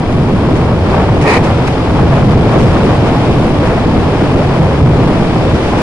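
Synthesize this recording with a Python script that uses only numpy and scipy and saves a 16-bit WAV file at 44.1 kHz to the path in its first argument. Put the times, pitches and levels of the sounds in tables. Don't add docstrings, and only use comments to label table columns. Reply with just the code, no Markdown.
import sys
import numpy as np
from scipy import signal
from scipy.fft import rfft, irfft
from scipy.io import wavfile

SR = 44100
rng = np.random.default_rng(int(sys.argv[2]) if len(sys.argv) > 2 else 0)


def generate_wav(signal):
    frames = np.transpose(np.atleast_2d(signal))
    scaled = np.clip(frames, -1, 1) * 32767
    pcm = np.round(scaled).astype(np.int16)
    wavfile.write(sys.argv[1], SR, pcm)


N = 256650
T = np.arange(N) / SR
FREQS = np.maximum(np.fft.rfftfreq(N, 1 / SR), 1)


def undb(db):
    return 10 ** (np.asarray(db) / 20)


def unit(x):
    return x / np.sqrt(np.mean(x ** 2))


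def curve(rows):
    return np.interp(T, *np.transpose(rows))


def across(points):
    hz, value = np.transpose(points)
    return np.interp(np.log(FREQS), np.log(hz), value)


def spectrum(points):
    return undb(across(points))


def resonances(modes):
    return sum((-1) ** k * undb(db) / (1 + 1j * (FREQS ** 2 - hz ** 2) / (FREQS * width))
               for k, (hz, width, db) in enumerate(modes))


def colour(x, response):
    return unit(irfft(rfft(x) * response, N))


def wander(rate):
    return colour(rng.standard_normal(N), np.exp(-(FREQS / rate) ** 2))


def grains(rate, spread_db):
    struck = rng.random((2, N)) < rate / SR
    size = undb(spread_db * np.minimum(rng.exponential(size=(2, N)), 5))
    return unit(struck * size * rng.choice([-1, 1], (2, N)))


def swell(start, length):
    age = np.maximum(T - start, 0) / length
    return 2 * age * np.exp(1 - 2 * age)


def arch(start, length):
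    return np.sin(np.pi * np.clip((T - start) / length, 0, 1))


# (frequency [Hz], level [dB])
MIC_WIDTH = [(25, -20), (60, -24), (130, -21), (220, -15), (500, -11.5), (900, -9.5), (1400, -6.5),
             (1900, -2.5), (2700, -3.5), (3600, -5), (4100, -1), (5000, -2), (6200, -3), (8000, -.5)]
# (frequency [Hz], phase [rad])
LEFT_LAG = [(60, 0), (300, .13), (1600, .12), (2100, 1.1), (2700, 2.1), (3100, 2), (3600, 3.1), (4400, .5),
            (5300, .2), (5700, -2.1), (7000, -2.3)]

def microphone(pair, response, width=spectrum(MIC_WIDTH), lean=1):
    mid, side = pair
    side = irfft(rfft(side) * width, N)
    left = np.sqrt(lean) * np.exp(-.5j * across(LEFT_LAG))
    port_responses = response * np.array([left, 1 / left]) / np.sqrt(1 + width ** 2)
    return colour(np.array([mid + side, mid - side]), port_responses)


# (frequency [Hz], relative level [dB])
WIND_SPECTRUM = [(12, 5), (25, 4.5), (60, -29), (150, 7.5), (400, -6), (1200, -23), (3000, -48)]

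def wind(level_db=-18.5, gust_db=4.0):
    gusts = undb(level_db + gust_db * wander(5.3))
    return gusts * microphone(rng.standard_normal((2, N)), spectrum(WIND_SPECTRUM))


# (time [s], relative level [dB], length [s])
EDGE_BITES = [(0.12, -29, 0.012), (0.557, -28, .018), (0.9, -36, 0.029), (1.21, -22.5, .025),
              (1.435, -23.5, 0.021), (1.668, -19.5, 0.014), (1.723, -30, 0.011), (2.295, -29, 0.017),
              (2.575, -25.5, 0.087), (2.839, -24, 0.016), (3.058, -32, .03), (3.664, -28, 0.016),
              (5.53, -27, 0.035), (5.61, -29.5, 0.096), (5.77, -27, 0.053)]
# (frequency [Hz], relative level [dB])
CHIP_SPECTRUM = [(400, -21), (1000, -0.5), (2400, 7), (3500, -7.5), (5600, -5.5), (7500, -13),
                 (11000, -17.5)]

def ice_chips(gain_db=-1):
    force = sum(undb(db + gain_db) * swell(t, length) for t, db, length in EDGE_BITES)
    return force * microphone(grains(5000, 3.0), spectrum(CHIP_SPECTRUM))


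# (frequency [Hz], bandwidth [Hz], relative level [dB])
FLANK_MODES = [(430, 127, 3), (656, 340, -0.5), (930, 230, 1), (1360, 170, -7.5)]
# (frequency [Hz], bandwidth [Hz], relative level [dB])
FRAME_MODES = [(1860, 100, 5.5), (2040, 87, 3), (2260, 180, 4), (2535, 87, 3.5), (2900, 270, -17),
               (4100, 120, -10), (4480, 240, -13)]
# (frequency [Hz], level [dB])
SCRAPE_WIDTH = [(400, -22), (750, -14), (1200, -3), (2400, -2), (3200, 5), (4400, 0)]

def wall_scrape(touch_s=1.208, leave_s=1.374, release_s=0.0069, growl_db=-8.8, ring_db=-12.8):
    judder = undb(1.5 * wander(90))
    contact = np.exp(-np.maximum(T - leave_s, 0) / release_s) * judder
    growl_rise = np.clip((T - touch_s) / 0.057, 0, 1)
    ring_rise = np.clip((T - touch_s) / 0.094, 0, 1) ** 1.45
    width = spectrum(SCRAPE_WIDTH)
    damping = 1 / (1 + (FREQS / 1700) ** 4)
    growl = microphone(grains(3000, 1.3), resonances(FLANK_MODES) * damping, width)
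    ring = microphone(grains(4000, 1.8), resonances(FRAME_MODES), width)
    spray = undb(-8) * microphone(grains(8000, 2.2), spectrum(CHIP_SPECTRUM), width)
    return contact * (growl * undb(growl_db) * growl_rise + (ring + spray) * undb(ring_db) * ring_rise)


# (time [s], relative level [dB])
RUNNER_DRAG = [(0, -4), (.55, -1.5), (.76, -3.5), (.95, -1.5), (1.6, 0), (1.8, -1), (2.42, 0), (2.6, 1),
               (3.3, 1), (3.5, -0.5), (4.35, 0), (4.88, -1.1), (5.0, 0.1), (5.82, 0.8)]
# (time [s], length [s], level [dB])
RUNNER_SKIDS = [(0.805, 0.29, -14.5), (1.407, 0.15, -16), (1.93, 0.13, -16.5), (2.086, 0.13, -14.5),
                (2.28, 0.065, -17.5), (2.44, 0.2, -16), (2.704, .12, -18.5), (2.85, 0.091, -15.5),
                (3.043, 0.075, -16), (3.592, 0.16, -16), (3.73, .1, -20), (4.13, 0.18, -19),
                (4.36, 0.064, -20), (4.517, 0.091, -18.5)]
# (frequency [Hz], relative level [dB])
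ROAR_SPECTRUM = [(200, -35), (400, -5.5), (600, 0.5), (800, -2), (1050, -5), (1500, -12.5), (2300, -20.5),
                 (3000, -27), (6000, -48)]
HISS_SPECTRUM = [(900, -30), (1700, -3), (2400, 2), (2850, -1.5), (3500, -2), (4100, -8), (5000, -8.5),
                 (5800, -13.5), (7200, -19), (10000, -22), (11500, -36)]
# (frequency [Hz], level [dB])
RUNNER_LEAN = [(300, 5), (1000, -1), (1600, 4.5), (2400, -1), (3000, 2.5), (3600, 4), (4900, 6),
               (6300, 4.5), (10000, 1.6)]

def runners(roar_db=-17.0, hiss_db=-28, skid_hiss_db=-17, chatter_db=1.3, chatter_hz=70):
    lean = spectrum(RUNNER_LEAN)
    roar = microphone(grains(4000, 1.2), spectrum(ROAR_SPECTRUM), lean=lean)
    hiss = microphone(grains(16000, 1), spectrum(HISS_SPECTRUM), lean=lean)
    drag_db = curve(RUNNER_DRAG)
    skid = sum(undb(db) * arch(t, length) for t, length, db in RUNNER_SKIDS)
    chatter = undb(chatter_db * wander(chatter_hz))
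    roar_gain = np.hypot(undb(roar_db + 0.69 * drag_db), skid) * chatter
    hiss_gain = np.hypot(undb(hiss_db + drag_db), undb(skid_hiss_db) * skid)
    return roar * roar_gain + hiss * hiss_gain


# (time [s], relative level [dB])
TRACK_LOAD = [(0, -15), (.45, -13), (.86, -12), (1.0, -11.5), (1.2, -8.5), (1.32, -17), (1.45, -11.5),
              (1.78, -16.5), (2.0, -8.5), (2.65, -8.5), (3.0, -11.5), (3.55, -11.5), (4.75, -13.5),
              (4.88, -7), (5.08, -13), (5.56, -12.5), (5.62, -19), (5.82, -15)]
# (time [s], shell level [dB], panel level [dB])
TRACK_BUMPS = [(.31, -22, -19), (.5, -22, -14), (.63, -33, -27), (.975, -13, -24), (2.02, -19, -20),
               (2.26, -18, -24), (2.345, -8.5, -15), (2.44, -30, -18), (2.55, -16, -10), (2.635, -6, -20),
               (2.83, -10, -18), (3.02, -18, -18), (3.28, -18, -16.5), (3.86, -31, -16), (3.955, -7.5, -15),
               (4.21, -19, -12), (4.345, -15.5, -12), (4.595, -10, -20), (4.81, -8, -16), (4.98, -25, -15),
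               (5.525, -9, -28)]
# (frequency [Hz], bandwidth [Hz], relative level [dB])
SHELL_MODES = [(48.6, 35.6, -7.5), (94, 51.2, -1.5), (131.3, 47.2, -0.5), (190.3, 58, -8.5)]
PANEL_MODES = [(232.4, 45.6, -2.5), (308.8, 77.5, 0.5), (367, 116, -1), (499.6, 140, -7)]

def shell(boom_gain_db=0.68, panel_gain_db=-10.0, bump_s=0.024):
    jolt = sum(undb(db) * swell(t, bump_s) for t, db, _ in TRACK_BUMPS)
    rattle = sum(undb(db) * swell(t, bump_s) for t, _, db in TRACK_BUMPS)
    damping = 1 / (1 + (FREQS / 800) ** 4)
    boom = microphone(grains(2500, 0.74), resonances(SHELL_MODES) * damping)
    panels = microphone(grains(1500, 1.5), resonances(PANEL_MODES) * damping)
    load_db = curve(TRACK_LOAD)
    drumming_db = panel_gain_db + 0.37 * load_db + 0.51 * curve(RUNNER_DRAG)
    return boom * (undb(load_db + boom_gain_db) + jolt) + panels * (undb(drumming_db) + rattle)


def scene():
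    return wind() + ice_chips() + wall_scrape() + runners() + shell()


def record(dry):
    ceiling, knee, top_hz = .74, 6, 11200
    flattened = dry / (1 + np.abs(dry / ceiling) ** knee) ** (1 / knee)
    lowpass = signal.ellip(10, .2, 75, top_hz, fs=SR, output="sos")
    return signal.sosfilt(lowpass, flattened)


dry = scene()
out = record(dry)
generate_wav(out)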